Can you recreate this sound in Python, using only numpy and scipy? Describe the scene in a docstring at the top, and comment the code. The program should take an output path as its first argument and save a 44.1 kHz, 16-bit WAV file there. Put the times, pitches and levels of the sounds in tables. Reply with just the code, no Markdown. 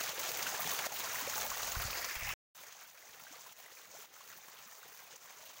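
"""A small forest waterfall splashes over rocks, close to a hand-held mono microphone.
The stream swells, gushes and parts. Spray fizzes, drops tick, clumps of water slap the stone and
trapped air rings as bubbles. A hand rubs and bumps the camera and cups its microphone, which adds
a hollow tone. Then the sound cuts out for a moment and comes back much quieter."""
import sys
import numpy as np
from scipy import signal
from scipy.fft import rfft, irfft
from scipy.io import wavfile
from scipy.ndimage import uniform_filter1d

SR = 44100
rng = np.random.default_rng(int(sys.argv[2]) if len(sys.argv) > 2 else 0)


def file_out(sig):
    """Save sig as 16-bit WAV at sys.argv[1]."""
    # one column per channel
    cols = np.atleast_2d(sig).T
    # limit, then scale
    lim = np.clip(cols, -1, 1)
    pcm = np.round(lim * 32767).astype(np.int16)
    wavfile.write(sys.argv[1], SR, pcm)


N = 246959
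TIME, FREQS = np.arange(N) / SR, np.fft.rfftfreq(N, 1 / SR)
GAP_START_S, GAP_END_S = 2.339, 2.549  # the sound cuts out between these times

# The tone of splashing water, from bass to treble: frequency_hz, level_db
WATER_TONE = [(25, -30), (70, -8.5), (150, -4.5), (330, -8), (500, -0.5), (1000, 1.5), (2200, -1.5),
              (3700, -4.5), (5200, -4.5), (6500, 0.5), (7400, -5), (8500, -9.5), (10500, -11)]


def amp(db):
    """Turns decibels into a number to multiply a sound by."""
    return 10 ** (np.asarray(db) / 20)


def unit(x):
    """Scales a signal to an average power of 1."""
    return x / np.sqrt(np.mean(x ** 2) + 1e-20)


def follow(rows):
    """Joins rows of (time_s, values...) with straight lines: one curve for each value."""
    times, *columns = np.transpose(rows)
    return [np.interp(TIME, times, column) for column in columns]


def tone_gain(points):
    """Turns rows of (frequency_hz, level_db) into a gain for every frequency, with average power 1."""
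    hz, db = np.transpose(points)
    return unit(amp(np.interp(np.log(FREQS + 1), np.log(hz), db)))


def tint(x, gain):
    """Filters a sound: each frequency is multiplied by its own gain."""
    return irfft(rfft(x) * gain, N)


def add(mix, start_s, sound):
    """Adds a sound to the mix at the given time."""
    part = mix[max(round(start_s * SR), 0):][:len(sound)]
    part += sound[:len(part)]


def resonate(x, pitch_hz, width_hz):
    """Keeps the part of a sound near a steady or moving pitch, as a hollow space does."""
    turn = np.exp(2j * np.pi * np.cumsum(pitch_hz * np.ones(len(x))) / SR)
    decay = np.exp(-np.pi * width_hz / SR)
    return 2 * (turn * signal.lfilter([1 - decay], [1, -decay], x / turn)).real


def wander(top_hz):
    """A slow random wobble, mostly slower than top_hz."""
    slow_only = FREQS / (1 + FREQS) / (1 + (FREQS / top_hz) ** 4)
    return unit(tint(rng.standard_normal(N), slow_only))


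def scatter(count, level_db, spread_db, low_hz, high_hz):
    """Makes random events as rows of (start_s, level_db, pitch_hz)."""
    when, strength, height = rng.random((count, 3)).T
    levels = level_db + spread_db * (2 * strength - 1)
    pitches = low_hz * (high_hz / low_hz) ** height
    return list(zip(when * N / SR, levels, pitches))


def impacts(per_s, spread_db):
    """Clicks at random times: many small ones, a few large."""
    size = amp(spread_db * np.minimum(rng.exponential(1, N), 4))
    return size * (rng.random(N) < per_s / SR)


def bursts(per_s, spread_db, fall_s):
    """The power of random splashes that start at once and die away; its average is 1."""
    decay = np.exp(-1 / (fall_s * SR))
    power = signal.lfilter([1], [1, -decay], impacts(per_s, spread_db) ** 2)
    return power / (power.mean() + 1e-20)


def spray(steady_share=0.3, wide_share=0.31, band_share=0.99, crackle_share=0.45, tick_db=-6):
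    """Spray fizzes and drops tick; some splashes reach from bass to treble, others fill one octave."""
    wide_splashes = bursts(per_s=450, spread_db=4.5, fall_s=0.015)
    crackle = bursts(per_s=400, spread_db=4.3, fall_s=0.0008)
    ticks = unit(impacts(per_s=3000, spread_db=4.2) * rng.choice([-1, 1], N))
    fizz = unit(rng.standard_normal(N) + amp(tick_db) * ticks)
    octaves = np.log2(np.clip(FREQS, 200, 12800) / 200)
    out = np.zeros(N)
    for octave in range(7):
        band = np.cos(np.pi / 2 * np.clip(octaves - octave, -1, 1))
        # Small, high splashes are many and brief; bursting droplets are strongest in the treble.
        splashes = bursts(per_s=110 * 1.35 ** octave, spread_db=6.5, fall_s=0.02 / 1.22 ** octave)
        droplets = crackle_share * octave / octaves.max() * crackle
        power = steady_share + wide_share * wide_splashes + band_share * splashes + droplets
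        out += tint(tint(fizz, band) * np.sqrt(abs(power)), band)
    return unit(out)


def bubble(start_hz, cycles, rise):
    """One bubble rings and fades; its pitch climbs as it nears the surface."""
    # Each step of 1 in age takes `cycles` swings at the starting pitch and fades the ring to 37%.
    age = np.arange(int(5 * cycles / start_hz * SR)) * start_hz / (cycles * SR)
    tone = np.sin(2 * np.pi * cycles * (age + rise * age ** 2 / 2))
    onset = 1 - np.exp(-2 * cycles * age)
    return tone * onset * np.exp(-age)


def fine_bubbles(per_s_at_1khz=22, cycles_at_1khz=6):
    """Bubbles of all sizes ring briefly; the small, high ones are the most common."""
    out = np.zeros(N)
    for hz in np.geomspace(330, 7000, 36):
        ring = bubble(hz * rng.uniform(0.96, 1.04), cycles_at_1khz * np.sqrt(hz / 1000), rise=0.045)
        births = impacts(per_s_at_1khz * hz / 1000, spread_db=3.8)
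        out += hz ** 0.25 * unit(signal.oaconvolve(births, ring)[:N])
    return unit(out)


def waterfall(spray_db=-2, bubbles_db=-12, pool_db=-2.5, pool_top_hz=1000, pool_extra_swell=1.6):
    """Spray and bubbles swell with the flow; their low end, the churning pool, swells even more."""
    # The strength of the falling water: time_s, level_db
    flow = [(0, -38.5), (.33, -40), (.5, -38.5), (.8, -39), (1.19, -40), (1.36, -39.3), (1.7, -40),
            (1.93, -39), (2.12, -42.5), (2.54, -41), (2.66, -38.7), (2.88, -41), (3.35, -38.5), (3.68, -41),
            (4.0, -39), (4.42, -40), (4.95, -39.5), (5.6, -39.5)]
    water = tint(amp(spray_db) * spray() + amp(bubbles_db) * fine_bubbles(), tone_gain(WATER_TONE))
    pool = tint(water, 1 / (1 + (FREQS / pool_top_hz) ** 4))
    flow_db = follow(flow)[0] + 0.5 * wander(top_hz=7.8)  # the stream is never quite even
    churn_db = pool_db + pool_extra_swell * (flow_db - flow_db.mean()) - 0.06 * wander(top_hz=7.8)
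    return amp(flow_db) * (water - pool + amp(churn_db) * pool)


def slaps(boost_db=2, ring_gain=2, rise_s=0.0011, fade_s=0.037):
    """Clumps of water hit the rock and burst into spray, each with a short hollow ring."""
    # The heaviest clumps: start_s, level_db, pitch_hz
    heavy_clumps = [(0.008, -36, 1000), (0.092, -36.5, 4040), (0.197, -37, 2030), (0.289, -33.5, 5000),
                    (0.425, -33.5, 4800), (0.469, -33, 2860), (0.691, -36, 6200), (0.714, -36, 6200),
                    (0.789, -32, 2100), (0.859, -36, 6200), (0.867, -37, 700), (0.921, -34, 6200),
                    (1.268, -39.5, 2830), (1.296, -35.5, 6260), (1.355, -35.5, 6350), (1.5, -34.5, 6860),
                    (1.629, -34, 4130), (1.718, -34.5, 6960), (1.906, -38, 4770), (2.044, -34.5, 5660),
                    (2.635, -33.5, 2100), (2.682, -36.5, 6240), (2.724, -35.5, 6900), (3.107, -41, 5430),
                    (3.197, -38, 2100), (3.324, -35.5, 6100), (4.138, -35, 6200), (4.3, -36.5, 6900),
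                    (4.482, -36, 1200), (5.305, -36, 1200)]
    light_clumps = scatter(count=30, level_db=-40.5, spread_db=-1.5, low_hz=1200, high_hz=7000)
    out, t = np.zeros(N), np.arange(SR // 10) / SR
    envelope = (1 - np.exp(-t / rise_s)) * amp(-60 * t / fade_s)
    for start_s, level_db, pitch_hz in heavy_clumps + light_clumps:
        noise = rng.standard_normal(len(t))
        splash = unit(noise + ring_gain * resonate(noise, pitch_hz, width_hz=900))
        add(out, start_s, amp(level_db + boost_db) * envelope * splash)
    return tint(out, tone_gain(WATER_TONE))


def stream_parting(gush_db=1.15, gush_s=0.14):
    """A volume curve: the stream gushes, drops suddenly as it parts, then builds up again."""
    # Moments when the stream parts and misses the rock: start_s, length_s, dip_db
    lulls = [(0.123, 0.059, -5.5), (0.87, 0.074, -9), (2.902, 0.1, -3.5), (3.531, 0.058, -6.5),
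             (4.057, 0.13, -5.5), (5.167, 0.082, -5.5)]
    gain_db = np.zeros(N)
    for start_s, length_s, dip_db in lulls:
        gain_db += gush_db * np.exp(-abs(TIME - start_s) / gush_s) * (TIME < start_s)
        progress = (TIME - start_s) / length_s
        gain_db += dip_db * np.interp(progress, [0, 0.04, 0.39, 1], [0, 1, 1, 0])
    return amp(gain_db)


def gulps(boost_db=5.5, cycles_at_1khz=4.43, rise_at_1khz=0.051, db_per_octave=3):
    """Pockets of air gulp in the pool; the biggest ring for the fewest swings and slide up the most."""
    # The main air pockets: start_s, level_db, pitch_hz
    main_pockets = [(0.18, -44, 530), (0.466, -34, 1520), (0.547, -46, 700), (0.723, -38, 1116),
                    (0.865, -36, 687), (1.223, -49.5, 280), (1.274, -37, 545), (1.383, -36, 835),
                    (1.452, -38, 886), (1.516, -35.5, 1090), (1.629, -39.5, 1160), (1.93, -40, 2520),
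                    (3.268, -33, 1580), (3.309, -43.5, 300), (3.333, -38.5, 740), (3.661, -35, 2010),
                    (3.948, -36, 672), (3.965, -38.5, 845), (4.042, -41, 910), (4.208, -36, 1095),
                    (4.48, -44, 1130), (4.66, -50, 217), (4.722, -39, 1800), (4.855, -45, 450),
                    (5.136, -43, 518)]
    extras = scatter(count=36, level_db=-44, spread_db=5.5, low_hz=456, high_hz=2560)
    # Among the random extras, deeper ones are weaker.
    extras = [(s, db + db_per_octave * np.log2(hz / 1000), hz) for s, db, hz in extras]
    out = np.zeros(N)
    for start_s, level_db, pitch_hz in main_pockets + extras:
        size = 1000 / pitch_hz  # 1 for a bubble that rings at 1000 Hz
        rise = rise_at_1khz * size
        ring = bubble(pitch_hz / (1 + rise), cycles_at_1khz / np.sqrt(size), rise)
        add(out, start_s, amp(level_db + boost_db) * ring)
    return out


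def hand_on_camera(rub_db=-1, bump_rise_s=0.003):
    """A hand rubs and bumps the camera; the case carries this as a low rumble and dull thuds."""
    # How hard the hand rubs: time_s, level_db
    grip = [(1.2, -80), (1.48, -59.5), (1.6, -64), (1.72, -60), (1.8, -49), (1.92, -57.5), (2.13, -76),
            (2.22, -50.5), (2.33, -54)]
    # The tone of rubbing heard through the case: frequency_hz, level_db
    case_tone = [(12, -24), (28, -1), (48, 3.5), (80, -1), (130, -5.5), (200, -17), (320, -44.5),
                 (900, -89.5)]
    # Bumps of the hand: start_s, level_db, pitch_hz
    bumps = [(1.768, -32.5, 73.4), (1.788, -36.5, 62), (1.851, -34.5, 82), (2.164, -42.5, 44.3),
             (2.225, -48, 54.3)]
    rumble = unit(tint(rng.standard_normal(N), tone_gain(case_tone)))
    out = amp(follow(grip)[0] + rub_db) * rumble * (TIME < GAP_END_S)
    t = np.arange(SR // 8) / SR
    envelope = t / bump_rise_s * np.exp(1 - t / bump_rise_s)
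    for start_s, level_db, pitch_hz in bumps:
        add(out, start_s, amp(level_db) * envelope * np.sin(2 * np.pi * pitch_hz * t))
    return out


def cupped_hand(sound, shade_db=-1.5, low_ring_gain=2.28, notch_depth=0.34):
    """A hand shades the microphone; its hollow rings higher as it closes and cancels some treble."""
    # The hand closing in: time_s, closure (0 open, 1 shut), high_ring_gain
    cupping = [(1.66, 0, 0), (1.8, 0.27, .5), (1.94, 0.43, 0.77), (2.06, .56, 0.77), (2.18, 0.7, 0.38),
               (2.32, 0.97, 0.49)]
    closure, high_ring_gain = follow(cupping)

    def ring(pitch_hz, width_hz):
        """One ring of the hollow, filtered twice to narrow it."""
        return resonate(resonate(sound, pitch_hz, width_hz), pitch_hz, width_hz)

    low_ring = ring(pitch_hz=np.interp(closure, [0, 1], [1700, 2380]), width_hz=1500)
    high_ring = ring(pitch_hz=np.interp(closure, [0, 1], [4400, 5350]), width_hz=1300)
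    hollow = low_ring_gain * closure ** 2.1 * low_ring + high_ring_gain * high_ring
    lost_treble = notch_depth * np.sqrt(closure) * ring(pitch_hz=11900, width_hz=1700)
    shaded = amp(shade_db * closure) * (sound - lost_treble)
    return np.where(TIME < GAP_END_S, shaded + hollow, sound)  # uncovered again after the gap


def scene():
    """The water and the hand, the same in both ears."""
    water = stream_parting() * (waterfall() + slaps() + gulps())
    mono = cupped_hand(water) + hand_on_camera()
    return np.array([mono, mono])


def record(dry, after_gap_db=-14.5, top_hz=15810):
    """The microphone adds a high ring and loses the very top; the sound cuts out and returns quieter."""
    # The ring of the microphone's small opening: frequency_hz, boost_db
    opening_ring = [(11000, 0), (12200, .7), (13300, 2.7), (14300, 6.5), (15700, 13)]
    heard = tint(dry, amp(np.interp(FREQS, *np.transpose(opening_ring))))
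    volume = (TIME < GAP_START_S) + amp(after_gap_db) * (TIME > GAP_END_S)
    volume = uniform_filter1d(volume, size=24)  # softens the edges of the gap
    treble_cut = signal.firwin(1201, top_hz, window=("kaiser", 8), fs=SR)
    return signal.oaconvolve(heard * volume, treble_cut[None], "same")


dry = scene()
out = record(dry)
file_out(out)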